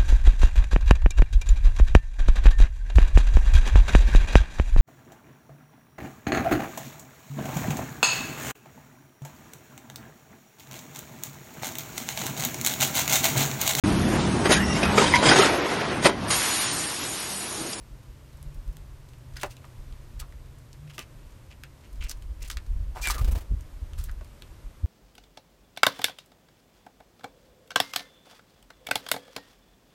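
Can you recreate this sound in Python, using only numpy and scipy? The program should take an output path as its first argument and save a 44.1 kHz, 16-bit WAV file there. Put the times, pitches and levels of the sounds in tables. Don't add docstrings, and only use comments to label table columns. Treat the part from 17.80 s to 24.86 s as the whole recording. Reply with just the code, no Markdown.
import sys
import numpy as np
from scipy import signal
from scipy.fft import rfft, irfft, next_fast_len
from scipy.io import wavfile
from scipy.ndimage import map_coordinates

SR = 44100
rng = np.random.default_rng(int(sys.argv[2]) if len(sys.argv) > 2 else 0)


def store_wav(level_fs):
    pcm = np.round(np.clip(np.atleast_2d(level_fs), -1, 1) * 32767)
    wavfile.write(sys.argv[1], SR, pcm.T.astype(np.int16))


N = 311346


def amp(db):
    return 10 ** (np.asarray(db) / 20)


def unit(x):
    return x / np.sqrt(np.mean(x ** 2) + 1e-20)


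def curves(rows):
    s, *cols = np.transpose(rows)
    return [np.interp(np.arange(N) / SR, s, c) for c in cols]


def wobble(rate):
    knots = rng.standard_normal(int(N * rate / SR) + 4)
    return map_coordinates(knots, [np.arange(N) * rate / SR])


def coloured(points):
    m = next_fast_len(N + 8192)
    f, v = np.transpose(points)
    hz = np.fft.rfftfreq(m, 1 / SR)
    gain = amp(np.interp(np.log(hz + 1), np.log(f + 1), v, left=-120, right=-120))
    return unit(irfft(rfft(rng.standard_normal(m)) * gain, m)[:N])


def band(x, lo_hz, hi_hz, order=2):
    sos = signal.butter(order, [lo_hz, min(hi_hz, .49 * SR)], "band", fs=SR, output="sos")
    return signal.sosfilt(sos, x)


def gritty(count, grit_db):
    jumps = np.minimum(rng.exponential(1, count // 40 + 1), 3)
    jumps = np.repeat(jumps, 40)[:count]
    return unit(amp(grit_db * jumps) * rng.standard_normal(count))


def stroke(length, rush=0.54):
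    count = round(np.clip(length, .005, .2) * SR)
    u = np.arange(count) / count
    return np.sin(np.pi * u ** rush) ** 1.28


def street():
    # [f/Hz, relative level/dB]
    street_spectrum = [(12, -41), (20, -12.5), (70, 0), (130, -7.5), (172, -15.5), (319, -16), (430, -22),
                       (580, -20), (740, -27), (950, -23.5), (1300, -27.5), (4800, -35.5), (12000, -39.5),
                       (14500, -42), (16000, -66)]
    return amp(-50.5 + 0.67 * wobble(3.145)) * coloured(street_spectrum)


def hum():
    # [t/s, lower tone f/Hz, lower tone level/dB, upper tone level/dB]
    hum_course = [(0, 124, -54.5, -59), (1.2, 125, -53.5, -55.5), (1.4, 123, -46, -65),
                  (2.1, 128, -50.5, -68), (2.9, 122, -53.5, -55.5), (3.3, 122, -54, -56),
                  (3.9, 122, -61.5, -54), (4.3, 122, -77, -92)]
    upper_hz = 143.4
    low_hz, low_db, high_db = curves(hum_course)
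    low_phase = 2 * np.pi * np.cumsum(low_hz) / SR + 1.47 * wobble(10)
    high_phase = 2 * np.pi * upper_hz * np.arange(N) / SR + 1.67 * wobble(11)
    low = amp(low_db + 1.45 * wobble(11)) * np.sin(low_phase)
    high = amp(high_db + 5.3 * wobble(7.5)) * np.sin(high_phase)
    return low + high


def breeze():
    # [f/Hz, relative level/dB]
    gust_spectrum = [(7.1, -37), (12, -3), (32, 1), (52, -1), (79, -7.5), (169, -25.5), (250, -54),
                     (550, -120)]
    # [t/s, level/dB]
    wind_course = [(0, -53), (.5, -50), (.75, -41), (1, -49), (1.9, -54), (2.02, -38.5), (2.4, -43),
                   (2.5, -49), (4.08, -55.5), (4.2, -39), (4.7, -44), (5.03, -30.5), (5.15, -38.5),
                   (5.35, -33), (5.7, -36.5), (6.35, -35.5), (6.47, -48), (7.06, -51.5)]
    lumps = unit(band(coloured(gust_spectrum), 18.0, 115, order=1))
    level_db = curves(wind_course)[0] + 7.0 * np.tanh(wobble(10.0))
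    return amp(level_db) * lumps


def thumps():
    # [t/s of the swell's middle, swell level/dB, period/s]
    air_thumps = [(0.134, -34.5, 0.023), (.301, -34, 0.021), (0.678, -34, 0.029), (.788, -30, 0.033),
                  (0.892, -23.5, 0.025), (1.547, -32, 0.021), (2.005, -32.5, 0.036), (2.405, -35, 0.022),
                  (4.15, -29.5, 0.022), (4.25, -24.5, 0.022), (4.513, -22.5, 0.02), (4.773, -25.5, 0.019),
                  (4.967, -25, 0.016), (5.223, -26, 0.025), (5.283, -22.5, 0.021), (5.31, -22, 0.02),
                  (5.418, -17.5, 0.0116), (5.443, -17, 0.027), (5.489, -16, 0.019), (5.532, -17, 0.021),
                  (5.572, -21.5, 0.015), (5.719, -16, 0.021), (5.741, -18.5, 0.014), (6.031, -22.5, .017),
                  (6.197, -25, 0.018), (6.287, -26, 0.025), (6.866, -29.5, 0.028), (7.046, -15, 0.014)]
    spread, rebound_rad = 0.69, 0.3
    out, t = np.zeros(N + SR), np.arange(-SR // 10, SR // 10) / SR
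    for s, db, period in air_thumps:
        swell = amp(db) * np.exp(-(t / (spread * period)) ** 2)
        swing = np.cos(2 * np.pi * t / period + rebound_rad)
        flutter = unit(band(rng.standard_normal(len(t)), 104, 232))
        start = round(s * SR) - SR // 10
        out[start:][:len(t)] += swell * (swing + 0.5 * swell * flutter)
    return out[:N]


def nook(x):
    t = np.arange(SR // 4) / SR
    tail = band(rng.standard_normal(len(t)), 250, 1850, order=1)
    tail = tail * amp(-60 * t / 0.1) * (1 - np.exp(-t / 0.00031))
    return signal.fftconvolve(x, tail / np.linalg.norm(tail))[:N]


def ticks(count=30):
    out, t = np.zeros(N + SR), np.arange(SR // 50) / SR
    for u, size, tone in rng.random((count, 3)):
        burst = amp(-60 * t / 0.042) * rng.standard_normal(len(t))
        tick = band(burst, 1500 + 4000 * tone, 5000 + 10000 * tone, order=1)
        out[int(u * N):][:len(t)] += amp(-59 + 8 * size) * tick
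    return out[:N]


def wings():
    # [t/s, puff level/dB, feather hiss over the puff/dB]
    wing_strokes = [(5.342, -44, 0.5), (5.379, -46, 3.5), (5.409, -43, -5), (5.443, -47, -3),
                    (5.474, -42, -5.5), (5.51, -44.5, -0.5), (5.549, -40.5, -6), (5.573, -46, -3),
                    (5.605, -51, -2.5), (5.64, -58.5, -13)]
    out, shape = np.zeros(N), stroke(0.042, rush=0.38)
    for s, db, feather_db in wing_strokes:
        air = gritty(len(shape), grit_db=2.5)
        puff = unit(band(air, 210, 600, order=1))
        hiss = unit(band(air, 770, 6600, order=1) + 0.62 * band(air, 5300, 22600))
        out[round(s * SR):][:len(shape)] += amp(db) * shape * (puff + amp(feather_db) * hiss)
    return out


def rustle():
    # [t/s, length/s, level/dB, colour f/Hz, hiss over the narrow body/dB]
    rubs = [(1.559, 0.047, -52, 1800, -4), (1.566, 0.014, -46, 5400, -13), (1.595, 0.023, -56, 3520, 3),
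            (1.611, 0.025, -50.5, 2570, 6.5), (1.652, 0.035, -53.5, 900, 0),
            (1.697, 0.053, -62.5, 2650, 9.5), (1.841, 0.011, -53.5, 1230, -19),
            (2.393, 0.03, -61, 2980, 18), (2.405, 0.044, -55.5, 1110, -12), (3.073, 0.014, -59, 2320, -9),
            (3.093, 0.033, -57, 2640, -6), (3.133, 0.049, -63.5, 2850, 8), (3.181, 0.069, -52, 2480, -3),
            (3.704, 0.039, -55.5, 2700, -41), (4.034, 0.036, -60, 2600, -22),
            (4.206, 0.096, -47, 2720, -44), (4.234, 0.024, -59, 6000, 9.5),
            (4.312, 0.0072, -39.5, 4800, 3.5), (4.285, 0.056, -48, 5970, -8),
            (4.602, 0.11, -57.5, 2500, -4), (4.622, 0.014, -46.5, 6360, -1), (4.644, 0.033, -58, 3160, 6.5),
            (4.675, 0.018, -50, 9000, -1), (4.703, 0.061, -59, 5040, 4), (5.148, 0.095, -48, 856, -6),
            (5.173, 0.019, -54, 2020, -12), (5.213, 0.07, -44.5, 6600, 5), (5.235, 0.062, -39.5, 2300, -4),
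            (5.274, 0.014, -42, 2300, 0), (5.295, 0.037, -43.5, 1280, 13.5), (5.322, 0.053, -49.5, 1800, 2),
            (6.175, 0.071, -64, 1470, 13), (6.227, 0.066, -66.5, 12500, 11), (6.285, 0.023, -53, 1620, -12),
            (6.412, 0.011, -54, 676, -30)]
    out = np.zeros(N + SR)
    for s, length, db, hz, hiss_db in rubs:
        shape = stroke(length)
        grains = gritty(len(shape), grit_db=5.5)
        narrow = unit(band(grains, hz / 1.31, hz * 1.21))
        wide = unit(band(grains, hz / 3, hz * 2.36))
        body = narrow + amp(0.078 * min(hiss_db, 0)) * wide
        hiss = unit(band(gritty(len(shape), grit_db=3.0), 2100, 10600, order=1))
        out[round(s * SR):][:len(shape)] += amp(db) * shape * (body + amp(hiss_db) * hiss)
    return out[:N]


def squeaks():
    # [t/s, length/s, first f/Hz, middle f/Hz, last f/Hz, level before a 7 dB lift/dB, roughness]
    notes = [(5.214, 0.0864, 2394, 2384, 2270, -37, 0.041), (5.333, 0.088, 1650, 1130, 1330, -50, 1.1)]
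    rise_s, fall_s = 0.027, 0.0068
    out, t = np.zeros(N), np.arange(N) / SR
    for s, length, first_hz, middle_hz, last_hz, db, rough in notes:
        hz = np.interp(t - s, [0, length / 2, length], [first_hz, middle_hz, last_hz])
        shape = np.clip(np.minimum((t - s) / rise_s, (s + length - t) / fall_s), 0, 1) ** 2
        phase = 2 * np.pi * np.cumsum(hz * (1 + .09 * rough * wobble(400))) / SR
        strength = 1 + rough * np.tanh(wobble(450))
        overtone_db = -19 * (1.5 - rough / 2)
        tone = np.sin(phase) + amp(overtone_db) * np.sin(2 * phase)
        out += shape * amp(db + 7) * strength * tone
    return out


def knock(t, hz, modes):
    light_touch = 0.56
    ringing = 0
    for c, level, ring in modes:
        decay = amp(level + rng.normal(0, 3) - 60 * t / ring)
        mode = np.sin(2 * np.pi * c * rng.normal(1, .02) * t)
        ringing = ringing + decay * min(1, c / hz) ** light_touch * mode
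    return ringing * (1 - np.exp(-t / 0.0014))


def pecks():
    # [t/s, overall level/dB, husk pitch f/Hz, treble gain/dB, tray knock gain/dB]
    contacts = [(0.628, -38, 10500, -4, -16), (0.969, -45.5, 9100, 10.5, -2), (1.335, -44, 2830, -12, -20),
                (1.559, -39, 3000, -8, -16), (1.632, -28.5, 4970, -16, -18), (1.633, -14.5, 2700, -14, -13),
                (1.636, -18, 598, -30, -11), (1.646, -28, 590, -21, -19), (1.768, -38, 3470, -24, -13),
                (2.125, -45, 3850, -19, -24), (2.4, -34.5, 4160, 8, -18), (2.524, -44, 1800, -10, -25),
                (2.93, -38, 5570, -12, -13), (3.181, -26.5, 2460, -8, -7), (3.192, -25.5, 3070, 1, -8.5),
                (3.836, -31, 2650, -5, -36), (4.2954, -21.5, 7760, -16, -17), (4.302, -37, 7540, -10, -33),
                (4.423, -43, 2820, 5.5, -30), (4.702, -25.5, 2930, 4, -24), (4.7, -25.5, 6100, -13, -27),
                (4.713, -23.5, 5400, -14, -23), (4.717, -34, 7300, -5, -23), (4.771, -23.5, 3200, -11, -30),
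                (5.273, -25, 2310, 13.5, -7), (5.286, -20, 9000, 0, -17), (5.301, -18, 1190, -20, -43),
                (5.307, -18, 3330, 2, -24), (5.314, -30, 9000, 5, -23), (5.345, -32, 3000, 4, -22),
                (5.382, -33, 6460, 0, -10), (5.446, -31, 4470, 2, -35), (5.521, -31.5, 10000, -9, -9),
                (5.809, -49, 9400, 13, -28), (6.134, -40, 3420, -31, -34), (6.189, -34.5, 10500, -15, -16),
                (6.24, -27, 12000, -7, -30), (6.314, -46, 11000, 7, -25), (6.411, -40, 990, -14, -16),
                (6.446, -53, 11000, 14, -32.5), (6.622, -30.5, 3680, -32.5, -19)]
    # [f/Hz, level/dB, time to fall 60 dB/s]
    tray_modes = [(288, 5, 0.032), (345, 0, 0.03), (520, -1, 0.032), (640, 0, 0.028), (880, -6, 0.022),
                  (1020, -3, 0.024), (1220, -2, 0.028), (1800, -6, 0.024), (2060, -5, 0.026),
                  (2650, -6, 0.03)]
    scatter_t60_s = 0.059
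    out, t = np.zeros(N + SR), np.arange(SR // 5) / SR
    for s, db, hz, treble_db, knock_db in contacts:
        snap = amp(-60 * t / 0.006) * rng.standard_normal(len(t))
        snap = snap / np.abs(snap).max()
        scatter = amp(-18.0 - 60 * t / scatter_t60_s) * gritty(len(t), grit_db=6.5)
        push = snap + scatter
        shell = band(snap, hz / 1.12, hz * 1.1, order=1)
        husk = 1.5 * shell + band(push, hz / 1.8, hz * 1.04, order=1)
        treble = amp(treble_db) * band(push, 2300, 10600, order=1)
        husk = husk / np.abs(husk).max() + treble
        tray = knock(t, hz, tray_modes)
        out[round(s * SR):][:len(t)] += amp(db) * (husk + amp(knock_db) * tray)
    return out[:N]


def scene():
    background = street() + hum()
    moving_air = breeze() + thumps()
    tray = ticks() + rustle() + pecks()
    return (background + moving_air + amp(-10) * nook(tray) + wings() + squeaks() + tray)[None]


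def record(dry):
    dip_hz, dip_width_hz, dip_db, top_hz = 10350, 320, -4, 15900
    m = next_fast_len(N + 8192)
    hz = np.fft.rfftfreq(m, 1 / SR)
    dip = amp(dip_db * np.exp(-((hz - dip_hz) / dip_width_hz) ** 2))
    return irfft(rfft(dry, m) * dip * (hz < top_hz), m)[:, :N]


dry = scene()
out = record(dry)
store_wav(out)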